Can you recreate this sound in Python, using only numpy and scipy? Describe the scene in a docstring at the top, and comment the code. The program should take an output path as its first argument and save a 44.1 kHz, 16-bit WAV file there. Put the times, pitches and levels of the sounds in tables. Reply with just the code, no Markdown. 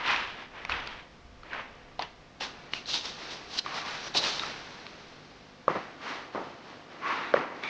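"""Kitten pushing a cardboard box

A kitten shoves its head into a box and pushes it over tiles, then over a wooden floor, then close by.
Shaped showers of tiny slips make the dragging strokes and claw scratches; narrow noise makes brief chatter.
Short rings with a snap make ticks, damped box modes make knocks, and showers of dull contacts rattle the flaps.
A decaying noise tail is the bare room; the camera adds hiss, sine-wave mains hum and low handling rumble."""
import sys
import numpy as np
from scipy import signal
from scipy.fft import rfft, irfft, next_fast_len
from scipy.io import wavfile
from scipy.ndimage import map_coordinates

SR = 44100
rng = np.random.default_rng(int(sys.argv[2]) if len(sys.argv) > 2 else 0)


def master(y):
    """Save y as 16-bit WAV."""
    cut = np.clip(np.atleast_2d(y).T, -1, 1)
    pcm = np.round(cut * 32767)  # scale
    wavfile.write(sys.argv[1], SR, pcm.astype(np.int16))


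N = 339383

# pushes that slide the box: (start [s], rise [s], hold [s], fade t60 [s], drag [dB], claw scratch re drag [dB])
PUSH_STROKES = [(-.03, 0.037, 0.0031, .4, -35, -9.5), (.01, 0.093, 0, 0.7, -26, -4.5),
                (0.351, 0.05, 0.029, 0.23, -43.5, -7.5), (0.493, 0.085, 0, 1.04, -43.5, -9),
                (0.682, 0.027, 0.0066, 0.72, -32.5, -6), (0.852, 0.011, 0.063, 0.37, -45.5, -3.5),
                (0.938, 0.039, 0.031, 0.2, -51, -3.5), (1.413, .05, 0.033, 2.5, -51, -8.5),
                (1.475, 0.068, 0.052, 0.32, -38, -11.5), (1.978, 0.036, 0.017, 0.19, -43.5, -0.5),
                (2.398, 0.012, 0.03, 0.24, -37.5, 0), (2.454, 0.02, 0.038, 4.4, -51, -8),
                (2.71, 0.042, 0, 0.31, -44.5, 3), (2.85, 0.046, 0.02, 0.42, -44.5, 10),
                (2.91, 0.039, 0.0045, .3, -38.5, 8.5), (3.021, 0.03, 0.022, 0.39, -42, 4),
                (3.091, 0.12, 0.1, 1.35, -44.5, -2.5), (3.282, 0.032, 0.028, 0.14, -50, 7.5),
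                (3.461, 0.088, 0.042, 0.091, -44.5, 4.5), (3.568, 0.026, 0, 0.019, -44.5, 19),
                (3.635, 0.024, 0.1, 1.1, -41.5, -7), (3.714, 0.053, 0.015, 0.33, -37.5, -1.5),
                (3.824, 0.043, 0.085, 1.1, -39.5, -3.5), (3.97, 0.092, 0.018, 0.073, -44.5, 1.5),
                (4.134, .017, 0.0063, 0.37, -37.5, 5), (4.146, 0.03, 0, 0.088, -41, 18.5),
                (4.186, 0.064, 0.00099, 0.84, -32.5, 2.5), (4.378, 0.046, 0.079, 0.33, -39.5, -7),
                (4.447, .12, 0.0058, 3.96, -46.5, -4), (5.668, 0.024, 0.068, 1.03, -41.5, -9.5),
                (5.97, 0.11, 0.032, 0.72, -37, -7.5), (6.313, 0.026, 0.069, 2, -49.5, -6),
                (6.553, 0.14, .02, 1, -51, -5), (6.856, 0.065, 0.095, 1, -51.5, -7.5),
                (6.992, 0.084, 0.047, 1.31, -32, -14.5), (7.321, 0.037, 0, .6, -33.5, -14.5),
                (7.49, 0.072, .08, .5, -50, -7.5), (7.614, 0.023, 0.12, .5, -40.5, -8.5)]
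# friction colour on tiles, on wood and close by: (frequency [Hz], relative level [dB])
TILE_FRICTION = [(90, -12.5), (250, -7.5), (600, -4.5), (950, 5.5), (1300, 4), (1900, 4.5), (2550, 2),
                 (3600, -6.5), (4600, -13.5), (6000, -21.5), (7500, -38), (10000, -61)]
WOOD_FRICTION = [(70, -14.5), (160, -1.5), (450, 0), (900, -6), (1500, -7), (2400, -8), (3200, -5),
                 (4000, -2.5), (5000, -6), (6000, -10.5), (7000, -22.5), (8000, -33), (10000, -51.5)]
NEAR_FRICTION = [(90, -28), (250, -7), (600, -8), (850, 0), (1150, 3), (1500, 0), (2000, 0), (2900, -7.5),
                 (3500, -13.5), (4300, -15), (5000, -18), (6300, -25), (7500, -39.5), (10000, -62.5)]
# resonances of a chattering card edge: (start [s], end [s], centre [Hz], width [Hz], level fully swelled [dB])
EDGE_CHATTER = [(1.999, 2.066, 875, 252, -38.5), (2.738, 2.816, 2720, 415, -42.5),
                (2.922, 3.01, 3730, 305, -36.5), (3.652, 3.93, 1090, 260, -45),
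                (4.024, 4.107, 5750, 302, -47.5), (4.139, 4.24, 4050, 524, -33.5),
                (4.381, 4.437, 3740, 250, -38), (7.016, 7.17, 1106, 70, -36.5),
                (7.053, 7.333, 3700, 1000, -52), (7.626, 7.742, 2270, 280, -40),
                (7.62, 7.742, 3530, 595, -47.5)]
# claws and flap edges ticking on card: (time [s], peak [dB], panel [Hz], ring t60 [s], snap re ring [dB])
CARD_TAPS = [(0.161, -17, 2500, .018, 4), (0.6502, -19, 870, 0.0061, 12), (0.696, -17.5, 1316, 0.005, -2.5),
             (0.72, -18.5, 2550, .018, -7), (0.873, -26, 1480, 0.017, 9.5),
             (1.433, -35.5, 1290, 0.0095, -2), (1.532, -21.5, 1600, 0.012, -2), (1.993, -20, 745, 0.02, 3),
             (1.997, -22, 956, 0.02, -5), (2.0215, -18.5, 880, 0.016, 6.5), (2.023, -24, 4720, .009, 4),
             (2.409, -22.5, 825, .014, 11), (2.735, -15, 2890, .0097, 6), (2.858, -28, 4020, .012, 5),
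             (2.941, -17, 4370, 0.013, 2.5), (3.056, -24, 5260, 0.0097, 4.5),
             (3.588, -16.5, 4080, 0.025, 3), (3.662, -23.5, 1150, 0.019, -2.5),
             (4.149, -15.5, 840, 0.02, 12), (4.173, -15, 4270, .01, 0), (4.2393, -17.5, 3900, 0.0055, 1),
             (4.3955, -18, 3750, 0.007, -3.5), (4.435, -22.5, 1320, 0.014, 0), (4.866, -26, 1170, 0.005, 9),
             (7.339, -11.5, 1456, .0065, -9.5), (7.3685, -21, 1840, 0.019, -14),
             (7.636, -21, 2310, .019, 6)]
# box buckling and knocking on the floor: (time [s], peak before bass cut [dB], boost of the hollow mode [dB])
BOX_KNOCKS = [(5.68, -6, -4.5), (5.7007, -26.5, -14), (5.706, -26.5, 1), (5.7117, -19.5, 1.5),
              (5.7557, -32, 2), (5.7575, -29, -2), (6.348, -22, 1.5), (6.356, -26, 12.5), (6.377, -25.5, 9),
              (7.341, -6, 10.5), (7.3623, -22, 0.5), (7.3702, -22, 19), (7.3772, -20.5, 7)]
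# hollow, lid, side and base-sway modes: (mean pitch [Hz], relative level [dB], t60 before blow scaling [s])
BOX_MODES = [(545, 19.5, 0.021), (1137, 21.5, 0.014), (890, -26, 0.0053), (95, -42, 0.026)]
# colour of a sharp release or crack of the card: (frequency [Hz], relative level [dB])
SNAP_COLOUR = [(100, 1), (600, -5), (2000, 12.5), (4300, 9.5), (6000, -6.5), (8000, -27.5), (10000, -56)]
# loose flaps rattling after a knock, a tap or a shove: (time [s], level [dB], t60 [s])
FLAP_RATTLES = [(1.995, -40.5, 0.24), (4.15, -33, 0.56), (5.686, -27, 0.25), (5.751, -26.5, 0.2),
                (6.346, -32.5, 0.58), (7.352, -31, 0.47), (7.38, -38, 0.96)]
# colour of the flap contacts: (frequency [Hz], relative level [dB])
FLAP_COLOUR = [(70, -18), (160, 0), (300, 3), (550, 3), (800, 3), (1150, 3.5), (1600, -7), (2100, -7),
               (3000, -33), (5500, -36.5), (9000, -59.5)]
# reverberation of the bare room: (frequency [Hz], t60 [s])
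ROOM_DECAY = [(150, 0.63), (1000, 0.66), (4000, 0.53), (9000, 0.55)]
# faint stereo width, side level of a noise tail by frequency: (frequency [Hz], side level [dB])
SIDE_WIDTH = [(100, -29.5), (700, -36.5), (1400, -35.5), (2500, -27.5), (5000, -28), (7000, -35)]
# colour of the hiss before its low cut: (frequency [Hz], relative level [dB])
HISS_COLOUR = [(50, -20.5), (120, -8.5), (250, -9), (500, -14.5), (1000, -16), (2000, -19), (4000, -24.5),
               (5500, -27), (7000, -36), (10000, -62.5)]
# mains hum harmonics: (frequency [Hz], rms level [dB])
MAINS_HUM = [(50, -76), (100, -70.5), (150, -68), (250, -69), (300, -83), (350, -85.5), (500, -68.5),
             (700, -69), (1150, -73), (1200, -72.5)]
# tremor of the hand on the camera: (time [s], rumble level [dB])
HAND_TREMOR = [(0, -61), (4.4, -64), (5.2, -67), (7.7, -84)]
# shifts of the grip: (time [s], added rumble level [dB], t60 [s])
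GRIP_BUMPS = [(.68, -42.5, 0.64), (1.2, -53.5, 1.5)]

# where the box is pushed: (from [s], to [s])
ON_TILES, ON_WOOD, CLOSE_BY = (-1, 2.36), (2.36, 5.6), (5.6, 7.7)
SWELL_POWER = 1.37  # a slide gathers speed as this power of time
REFERENCE_DB = -40  # drag level at which flex_db sets the flex
RING_FACTOR, RING_GROWTH = 0.96, 0.29  # ring scaling of a full-scale knock; its growth as a power of the blow
CRACK_DB, CRACK_SLOPE = -26.5, -0.26  # crack re thump in a full-scale knock; its change per dB of blow
TOP_HZ = 10100


def scrape(span, colour, flex_db, flex_growth, flex_hz, claw_hz, rate, spread_db, clump_db):
    """Stick-slip friction: the base drags in the middle range, claws scratch above it, the walls flex below."""
    drag_level, claw_level = pushes(span)
    # the walls give even under a light push, so their level grows more slowly than the drag
    flex_level = amp(REFERENCE_DB + flex_db) * (drag_level / amp(REFERENCE_DB)) ** flex_growth

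    def rub(band):
        """A fresh shower of slips, coloured by the surface and kept to one band."""
        grains = slips(rate, spread_db, clump_db)
        return unit(filtered(grains, lambda hz: amp(along(colour, hz)) * band(hz)))

    drag = rub(lambda hz: above(hz, flex_hz, order=6) * below(hz, claw_hz, order=6))
    claws = rub(lambda hz: above(hz, claw_hz, order=8))
    flex = rub(lambda hz: below(hz, flex_hz, order=6))
    return drag_level * drag + claw_level * claws + flex_level * flex


def pushes(span):
    """Drag and claw levels of the pushes that start in a span: each swells, holds, then dies as the box stops."""
    t = np.arange(N) / SR
    drag_power, claw_power = np.zeros(N), np.zeros(N)
    for start, rise, hold, t60, db, claw_db in PUSH_STROKES:
        if span[0] <= start < span[1]:
            swell = np.clip((t - start) / rise, 0, 1) ** SWELL_POWER
            fade_db = -60 * np.maximum(t - start - rise - hold, 0) / t60
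            power = (swell * amp(db + np.maximum(fade_db, -120))) ** 2
            drag_power += power
            claw_power += power * amp(claw_db) ** 2
    return np.sqrt(drag_power), np.sqrt(claw_power)


def slips(rate, spread_db, clump_db):
    """Sparse random impulses, rate per second, of either sign and uneven size; clump_db sways their strength."""
    chosen = rng.random(N) < rate / SR
    sizes = rng.choice([-1, 1], N) * amp(spread_db * rng.standard_normal(N))
    return chosen * sizes * amp(clump_db * wobble(130))


def chatter(rise_s=0.019, fall_s=0.041):
    """An edge locks on to one resonance for a moment: a short swell of narrow-band noise."""
    t, out = np.arange(N) / SR, np.zeros(N)
    for start, end, centre_hz, width_hz, db in EDGE_CHATTER:
        noise = rng.standard_normal(N)
        ring = unit(filtered(noise, lambda hz: 1 / (1 + (2 * (hz - centre_hz) / width_hz) ** 2)))
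        swell = np.clip(np.minimum((t - start) / rise_s, (end - t) / fall_s), 0, 1)
        out += amp(db) * swell * ring
    return out


def taps(snap_s=0.00093, attack_s=0.00034, let_go_s=0.001284, crackle_db=-19):
    """Each tick is one sharp release amid a brief crackle, and a short ring of the panel that was touched."""
    out, t = np.zeros(N), np.arange(SR // 10) / SR
    for s, db, panel_hz, t60, snap_db in CARD_TAPS:
        ring = np.sin(2 * np.pi * panel_hz * t) * dying(t, t60) * (1 - np.exp(-t / attack_s))
        crackle = amp(crackle_db) * rng.standard_normal(len(t)) * peaked(t * np.exp(-t / snap_s))
        release = np.sinc((t - let_go_s) * SR)
        snap = filtered(release + crackle, lambda hz: amp(along(SNAP_COLOUR, hz)))
        tick = peaked(ring) + amp(snap_db) * peaked(snap)
        add(out, s, amp(db) * peaked(tick))
    return out


def knocks(contact_s=0.0011, thud_s=0.00045, thud_db=3, crack_s=0.0007, bass_hz=90):
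    """A soft blow pushes the wall once, cracks the card and rings the heavily damped modes of the box."""
    out, t = np.zeros(N), np.arange(SR // 10) / SR
    lead = SR // 100  # silent lead-in for the zero-phase filter
    for s, db, hollow_db in BOX_KNOCKS:
        crack_db = CRACK_DB + CRACK_SLOPE * db
        length = RING_FACTOR * amp(db) ** RING_GROWTH  # harder blows ring longer
        modes = []
        for hz, level, t60 in BOX_MODES:
            pitch = hz * rng.normal(1, 0.0064)  # every blow lands a little differently in pitch
            modes.append(amp(level) * dying(t, t60 * length) * np.sin(2 * np.pi * pitch * t))
        hollow, *panels = modes
        ring = (amp(hollow_db) * hollow + sum(panels)) * (1 - np.exp(-t / contact_s))
        # the wall gives way and springs back in one broad pulse
        push = amp(thud_db) * peaked(t * (2 - t / thud_s) * np.exp(-t / thud_s))
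        burst = rng.standard_normal(len(t)) * t * np.exp(-t / crack_s)
        crack = filtered(burst, lambda hz: amp(along(SNAP_COLOUR, hz)))
        thump = filtered(np.pad(ring + push, (lead, 0)), lambda hz: below(hz, 2000, order=4))[lead:]
        add(out, s, -amp(db) * peaked(peaked(thump) + amp(crack_db) * peaked(crack)))
    # a small box radiates little bass
    return filtered(out, lambda hz: (1j * hz / (bass_hz + 1j * hz)) ** 2)


def dying(t, t60, grip=1.4):
    """The pressing paw damps the card ever harder, so a ring ends abruptly."""
    return amp(-60 * (t / t60) ** grip)


def rattles(rise_s=0.003):
    """A dying shower of tiny dull contacts between flaps and walls."""
    t = np.arange(SR) / SR
    power = np.zeros(N)
    for s, db, t60 in FLAP_RATTLES:
        level = amp(db - 60 * t / t60) * (1 - np.exp(-t / rise_s))
        add(power, s, level ** 2)
    contacts = slips(rate=2600, spread_db=3.5, clump_db=0)
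    return np.sqrt(power) * unit(filtered(contacts, lambda hz: amp(along(FLAP_COLOUR, hz))))


def room(x):
    """Hard floor and walls: after 10 ms comes a noise tail in which each frequency dies at its own speed."""
    hz, t, z = signal.stft(rng.standard_normal(SR), SR, nperseg=256)
    decay = amp(-60 * t / along(ROOM_DECAY, hz)[:, None])
    tail = signal.istft(z * decay, SR, nperseg=256)[1]
    return signal.fftconvolve(np.pad(x, (SR // 100, 0)), tail / np.linalg.norm(tail))[:N]


def background(hiss_db=-56, rumble_hz=75, bump_rise_s=0.016):
    """Steady shaped-noise hiss, sine-wave mains hum and the low-noise rumble of the hand on the camera."""
    t = np.arange(N) / SR
    hiss = unit(filtered(rng.standard_normal(N),
                         lambda hz: amp(along(HISS_COLOUR, hz)) * above(hz, 110, order=2)))
    hum = np.zeros(N)
    for hz, db in MAINS_HUM:
        hum += np.sqrt(2) * amp(db) * np.sin(2 * np.pi * (hz * t + rng.random()))
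    rumble = unit(filtered(rng.standard_normal(N),
                           lambda hz: below(hz, rumble_hz, order=3) * above(hz, 10, order=2)))
    grip = amp(curves(HAND_TREMOR)[0])
    for s, db, t60 in GRIP_BUMPS:
        add(grip, s, amp(db - 60 * t / t60) * (1 - np.exp(-t / bump_rise_s)))
    return amp(hiss_db) * hiss + hum + grip * rumble


def amp(db):
    """Decibels to gain."""
    return 10 ** (np.asarray(db) / 20)


def unit(x):
    """Scale to rms 1."""
    return x / np.sqrt(np.mean(x ** 2) + 1e-20)


def peaked(x):
    """Scale to peak 1."""
    return x / np.max(np.abs(x))


def along(points, hz):
    """Read (Hz, value) points on a log frequency axis."""
    f, v = np.transpose(points)
    return np.interp(np.log(hz + 1), np.log(f + 1), v)


def curves(rows):
    """One value per sample for each column after the time."""
    s, *cols = np.transpose(rows)
    return [np.interp(np.arange(N) / SR, s, c) for c in cols]


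def wobble(rate):
    """A smooth random curve, rate knots a second."""
    knots = rng.standard_normal(int(N * rate / SR) + 4)
    return map_coordinates(knots, [np.arange(N) * rate / SR])


def filtered(x, response):
    """x shaped by a gain that depends on frequency."""
    n = x.shape[-1]
    m = next_fast_len(n + SR // 10)
    return irfft(rfft(x, m) * response(np.fft.rfftfreq(m, 1 / SR)), m)[..., :n]


def below(hz, edge_hz, order):
    """Low-pass gain."""
    return 1 / np.sqrt(1 + (hz / edge_hz) ** (2 * order))


def above(hz, edge_hz, order):
    """High-pass gain."""
    return (hz / edge_hz) ** order * below(hz, edge_hz, order)


def add(track, s, sound):
    """Mix a sound into the track at a time in seconds."""
    part = track[max(round(s * SR), 0):][:len(sound)]
    part += sound[:len(part)]


def scene():
    """The box in the room over its background, almost in mono, with a faint wide noise tail."""
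    tiles = scrape(ON_TILES, TILE_FRICTION, flex_db=-9.5, flex_growth=0.57, flex_hz=682, claw_hz=2770,
                   rate=4500, spread_db=2.0, clump_db=0.84)
    wood = scrape(ON_WOOD, WOOD_FRICTION, flex_db=-9.0, flex_growth=0.53, flex_hz=710, claw_hz=2660,
                  rate=7000, spread_db=0.5, clump_db=0.53)
    near = scrape(CLOSE_BY, NEAR_FRICTION, flex_db=-6.5, flex_growth=0.51, flex_hz=694, claw_hz=3030,
                  rate=4500, spread_db=0.5, clump_db=0.4)
    box = tiles + wood + near + chatter() + taps() + knocks() + rattles()
    bed = background()
    mid = box + amp(-17.0) * room(box) + bed
    # a second noise tail, of box and bed together, gives the faint width
    side = filtered(room(box + bed), lambda hz: amp(along(SIDE_WIDTH, hz)))
    return np.array([mid + side, mid - side])


def record(dry):
    """The camera keeps nothing above its band limit."""
    return filtered(dry, lambda hz: hz < TOP_HZ)


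dry = scene()
out = record(dry)
master(out)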